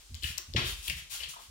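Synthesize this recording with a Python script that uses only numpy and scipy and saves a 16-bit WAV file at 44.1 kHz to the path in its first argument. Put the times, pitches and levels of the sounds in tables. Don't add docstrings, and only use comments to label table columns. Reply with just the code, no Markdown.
import sys
import numpy as np
from scipy import signal
from scipy.fft import rfft, irfft
from scipy.io import wavfile
from scipy.ndimage import uniform_filter1d

SR = 44100
rng = np.random.default_rng(int(sys.argv[2]) if len(sys.argv) > 2 else 0)


def volts(x):
    e = np.asarray(x, float) / 20
    return 10 ** e


def dump_mix(stems):
    frames = np.atleast_2d(stems).T
    limited = np.clip(frames, -1, 1)
    pcm = np.round(limited * 32767).astype(np.int16)
    wavfile.write(sys.argv[1], SR, pcm)


N = 66150


def evened(x):
    return x / np.sqrt(np.mean(x ** 2) + 1e-20)


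def peak(x, db):
    return volts(db) * x / abs(x).max()


def read(points, hz):
    point_hz, value = np.transpose(points)
    return np.interp(np.log(hz + 1), np.log(point_hz + 1), value)


def colour(x, points):
    length = x.shape[-1]
    hz = np.fft.rfftfreq(length, 1 / SR)
    return irfft(rfft(x) * volts(read(points, hz)), length)


def add(mix, start_s, sound):
    start = max(round(start_s * SR), 0)
    part = mix[start:][:len(sound)]
    part += sound[:len(part)]


def resonate(x, hz, width_hz):
    turn = np.exp(2j * np.pi * hz * np.arange(len(x)) / SR)
    r = np.exp(-np.pi * width_hz / SR)
    return 2 * (turn * signal.lfilter([1 - r], [1, -r], x / turn)).real


def burst(noise, fade_s):
    t = np.arange(len(noise)) / SR
    return noise * (1 - np.exp(-t / .003)) * np.exp(-t / max(fade_s, .002))


def ring_modes(table):
    out = np.zeros(N)
    t = np.arange(SR // 2) / SR
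    rise_per_cycle = 2.2
    for start_s, db, hz, t60_s in table:
        rise = (1 - np.exp(-t * hz * rise_per_cycle)) ** 2
        mode = rise * volts(-60 * t / t60_s) * np.sin(2 * np.pi * hz * t)
        add(out, start_s, peak(mode, db))
    return out


def air():
    # freq_hz, density_db
    air_tone = [(18, -58), (36, 25), (81, -13), (161, -8.5), (649, -15.5), (1860, -14.5), (4080, -8.5),
                (7670, -9.5), (16000, -22.5)]
    return volts(-53) * evened(colour(rng.standard_normal((2, N)), air_tone))


def room(x):
    # freq_hz, t60_s
    decay = [(100, 0.43), (500, 0.36), (1500, 0.46), (3000, 0.44), (6000, 0.35), (12000, 0.25)]
    taps = np.zeros((2, SR))
    at = np.arange(300, SR - 20, 20) + rng.integers(0, 20, (2, (SR - 301) // 20))
    np.put_along_axis(taps, at, rng.choice([-1., 1.], at.shape), 1)
    hz, t, bands = signal.stft(taps, SR, nperseg=256)
    bands = bands * volts(-60 * t / read(decay, hz)[:, None])
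    tail = signal.istft(bands, SR, nperseg=256)[1]
    return signal.fftconvolve(x[None], tail / np.linalg.norm(tail[0]), axes=1)[:, :N]


def direct(x):
    # freq_hz, level_db
    shade = [(300, -6), (1500, -5.5), (5000, -17), (14000, -11)]
    # delay_s, level_db
    echoes = [
        (.0031, -19),
        (.0047, -19),
        (.0068, -21),
        (.0083, -21),
    ]
    lag = 17
    out = np.array([x, np.roll(colour(x, shade), lag)])
    for k, (delay_s, db) in enumerate(echoes):
        add(out[k % 2], delay_s, volts(db) * x)
    return out


def thumps():
    # start_s, peak_db, pitch_hz, t60_s
    thump_modes = [(0, -78.5, 59.3, 0.12), (0.094, -44, 69, 0.17), (0.116, -35.5, 77, 0.081),
                   (.14, -39, 71.6, 0.064), (0.194, -44.5, 69, 0.095), (.232, -40, 69, 0.09),
                   (0.247, -29, 66, 0.025), (0.297, -35, 60.5, 0.033), (.35, -49, 69, 0.13),
                   (.522, -41, 55, 0.058), (.48, -42.5, 81.4, 0.21), (.49, -51, 134, 0.11),
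                   (.546, -25, 73, 0.093), (.558, -25.5, 100, 0.065), (.577, -31.5, 132, 0.087),
                   (0.614, -35, 66, 0.086), (.655, -33.5, 65, 0.067), (0.689, -40, 46.7, 0.075),
                   (0.726, -30.5, 41, 0.047), (0.789, -41, 46.4, 0.053), (.885, -38, 60, 0.062),
                   (0.901, -37, 60.3, 0.024), (0.925, -42, 121, 0.061), (0.949, -41, 65, 0.088),
                   (1.011, -59, 67.6, 0.11), (1.119, -57.5, 104, 0.14), (1.205, -48, 54.7, 0.21),
                   (1.25, -46.5, 60, 0.087), (1.373, -74, 58, 0.17), (1.486, -46, 54.7, 0.062)]
    return ring_modes(thump_modes)


def knocks():
    # start_s, peak_db, pitch_hz, t60_s
    knock_modes = [(.5445, -35, 340, .05), (.546, -38, 440, .04), (.547, -39, 560, .04),
                   (.554, -31, 200, .08), (.575, -38, 330, .06), (.600, -40, 370, .08),
                   (.641, -42, 355, .1), (.615, -46, 650, .08), (.69, -50, 400, .08), (.228, -54, 340, .08),
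                   (.245, -56, 260, .08), (.298, -54, 200, .08), (.38, -54, 630, .05),
                   (.395, -58, 360, .08), (.483, -58, 245, .08), (.105, -56, 240, .1), (.165, -60, 210, .1),
                   (.879, -52, 360, .06), (.895, -48, 150, .1), (.90, -53, 240, .06), (.905, -54, 600, .06),
                   (.96, -52, 150, .1), (1.147, -57, 800, .05), (1.205, -61, 520, .05),
                   (1.235, -59, 620, .05), (1.27, -62, 480, .05), (1.28, -56, 140, .1)]
    return ring_modes(knock_modes)


def rattles():
    # start_s, peak_db, pitch_hz, fade_s
    buzzes = [(.238, -33, 1750, .03), (.377, -40, 1150, .01), (.38, -45, 1840, .01), (.57, -35, 300, .044),
              (.98, -41, 1920, .006), (.563, -30, 1000, .02), (.898, -43, 1050, .006),
              (.877, -43, 1020, .008), (.57, -32, 1350, .03), (1.205, -44, 2100, .03),
              (1.12, -47, 1130, .05), (1.332, -42, 1150, .014), (1.36, -41, 980, .01),
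              (1.382, -45, 880, .015)]
    width_hz = 350
    out = np.zeros(N)
    for start_s, db, hz, fade_s in buzzes:
        blows = burst(rng.standard_normal(9000), fade_s)
        buzz = resonate(resonate(blows, hz, width_hz), hz, 2 * width_hz)
        add(out, start_s, peak(buzz, db))
    return out


def scuffs():
    # start_s, length_s, level_db, body_db
    drags = [(0, 0.018, -57, -4.5), (0.143, 0.02, -60.5, 8), (0.216, .11, -42, -15),
             (0.556, 0.064, -47.5, -18), (0.613, 0.072, -60.5, 20), (0.643, 0.089, -39.5, -17),
             (0.765, 0.053, -49, -26), (0.819, 0.11, -41.5, -27), (0.956, 0.04, -45, -9.5),
             (1.095, 0.085, -38.5, -23.5), (1.186, 0.054, -47, -2), (1.286, 0.023, -39.5, -41),
             (1.387, 0.066, -53.5, -12.5)]
    # freq_hz, density_db
    hiss_tone = [(180, -71), (300, -36), (814, -11), (1060, -6.5), (1170, -5), (2030, -6), (2570, 5.5),
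                 (11500, 3), (16000, -3)]
    body_hz, body_width_hz = 3150, 2220
    t = np.arange(N) / SR
    grain = evened(uniform_filter1d(rng.standard_normal(N), size=60))
    grit = rng.standard_normal(N) * volts(1.2 * grain)
    hiss = evened(colour(grit, hiss_tone))
    body = evened(resonate(resonate(grit, body_hz, body_width_hz), body_hz, 2 * body_width_hz))
    out = np.zeros(N)
    for start_s, length_s, db, body_db in drags:
        progress = np.clip((t - start_s) / length_s, 0, 1)
        swell = np.sin(np.pi * progress ** .75) ** 0.9
        out += volts(db) * swell * (hiss + volts(body_db) * body)
    return out


def clatters():
    # start_s, peak_db, ring_hz, fade_s
    landings = [(.2330, -28, 3300, .004), (.2380, -25, 2900, .008), (.9025, -26, 2600, .005),
                (.884, -31, 2700, .005), (1.2030, -33, 2850, .006), (1.226, -33, 3000, .008),
                (1.2320, -29, 3150, .007), (.222, -34, 3000, .01), (.272, -32, 2900, .03),
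                (.373, -36, 4500, .006), (.539, -42, 2900, .012), (.5608, -16, 2500, .012),
                (.5612, -16, 3700, .012), (.59, -25, 3100, .035), (.975, -36, 2800, .02),
                (1.257, -36, 2800, .01)]
    # freq_hz, level_db
    claw_band = [(900, -22), (1700, 0), (6000, 0), (12000, -8)]
    width_hz = 860
    out = np.zeros(N)
    for start_s, db, hz, fade_s in landings:
        blows = burst(rng.standard_normal(9000), fade_s)
        lower = resonate(blows, hz, width_hz)
        upper = resonate(blows, 1.4 * hz, width_hz)
        paw = resonate(lower + volts(-13) * upper, 0.95 * hz, 3200)
        add(out, start_s, peak(colour(paw, claw_band), db))
    return out


def chirps():
    # start_s, peak_db, pitch_hz, t60_s
    clear_modes = [(.2245, -37, 3000, .02), (.2285, -37, 3200, .02), (.2340, -29, 4300, .01),
                   (.2405, -27, 3100, .012), (.2420, -37, 8000, .008), (.2428, -23, 2900, .018),
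                   (.2555, -30, 2800, .01), (.3850, -33, 2700, .012), (.3862, -34, 3900, .01),
                   (.5372, -31, 3600, .008), (.5378, -31, 5300, .008), (.5630, -22, 3800, .01),
                   (.5655, -18, 2900, .01), (.5680, -28, 5800, .008), (.5690, -23, 2300, .012),
                   (.8805, -30, 4300, .008), (.8822, -27, 3500, .01), (.8848, -31, 3000, .012),
                   (.8872, -30, 2700, .012), (.9000, -24, 2900, .012), (.9045, -24, 2700, .014),
                   (.9075, -29, 2500, .01), (1.2035, -31, 2900, .02), (1.2065, -36, 4000, .01),
                   (1.2075, -31, 2850, .018), (1.2302, -35, 3200, .012), (1.2332, -27, 3100, .018),
                   (1.2338, -34, 4500, .01), (1.2365, -27, 3250, .018), (1.2372, -33, 5000, .01),
                   (1.2410, -31, 2900, .012), (1.2455, -33, 2900, .012), (1.2575, -35, 2700, .014),
                   (1.338, -43, 1150, .04), (1.366, -41, 1020, .035)]
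    return ring_modes(clear_modes)


def ticks():
    # start_s, peak_db, ring_hz, brightness_db
    strikes = [(.2352, -26, 4000, 0), (.3783, -24, 4300, 1), (.3812, -19, 5800, -3), (.8787, -21, 3200, -1),
               (.8818, -20, 3400, 1), (.8985, -20, 4900, -7), (.8995, -16, 2700, -9),
               (.5655, -21, 2900, -26), (1.2350, -35, 6500, -6), (.1448, -27, 4300, -5),
               (.1512, -31, 7000, -3), (.5375, -28, 4600, -16), (1.2862, -36, 10000, -2),
               (.2128, -40, 7500, -12), (.2425, -34, 8000, -8), (.3865, -32, 4000, -6),
               (.6655, -34, 4500, -6), (.9187, -30, 2600, -12), (.9800, -40, 3200, -6),
               (1.2950, -33, 6000, -4), (1.308, -34, 5000, -4), (.3818, -18, 7400, -8),
               (.3816, -22, 15000, -8), (.3785, -29, 13500, -4), (.8820, -20, 11500, -8),
               (.8996, -26, 7500, -6), (.2355, -28, 8500, -2)]
    # freq_hz, level_db
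    tip_band = [(900, -22), (1700, 0)]
    snap_s, ring_s, scratch_s = .0002, .00022, .001
    skid_s = .004
    out = np.zeros(N)
    t = np.arange(900) / SR
    for start_s, db, hz, bright_db in strikes:
        noise = rng.standard_normal(len(t))
        ring = t * np.exp(-t / ring_s) * np.sin(2 * np.pi * hz * t)
        snap = np.diff(noise * t * np.exp(-t / snap_s), prepend=0)
        skid = noise[::-1] * np.exp(-abs(t - skid_s) / scratch_s)
        scratch = resonate(resonate(skid, hz, 3800), hz, 7300)
        add(out, start_s, peak(ring, db) + peak(snap, db + bright_db))
        add(out, start_s - skid_s, peak(scratch, db - 8))
    return colour(out, tip_band)


def scene():
    thump, knock, loose = thumps(), knocks(), rattles()
    drag, paws, tips = scuffs(), clatters(), ticks() + chirps()
    send = volts(-10) * tips + volts(-5) * paws + volts(-8.5) * loose
    send += volts(0.5) * drag + volts(-6.5) * knock + volts(-8) * thump
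    lean = volts([[0.8], [-0.8]])
    near = direct(tips + paws + loose + drag)
    return near + knock + thump + lean * (room(send) + air())


def band_limit(x):
    return signal.sosfilt(signal.butter(12, 16590, fs=SR, output="sos"), x)


def record(dry):
    # freq_hz, level_db
    mic = [(15, -40), (32, -16), (48, 0), (15800, 0), (15980, -22), (16600, -40)]
    ratio = (np.fft.rfftfreq(N, 1 / SR) / 645) ** 2
    narrowing = np.sqrt(0.28 + ratio) / np.sqrt(1 + ratio)
    mid = dry.mean(0)
    side = irfft(rfft(dry[0] - dry[1]) / 2 * narrowing, N)
    return band_limit(colour(np.array([mid + side, mid - side]), mic))


dry = scene()
out = record(dry)
dump_mix(out)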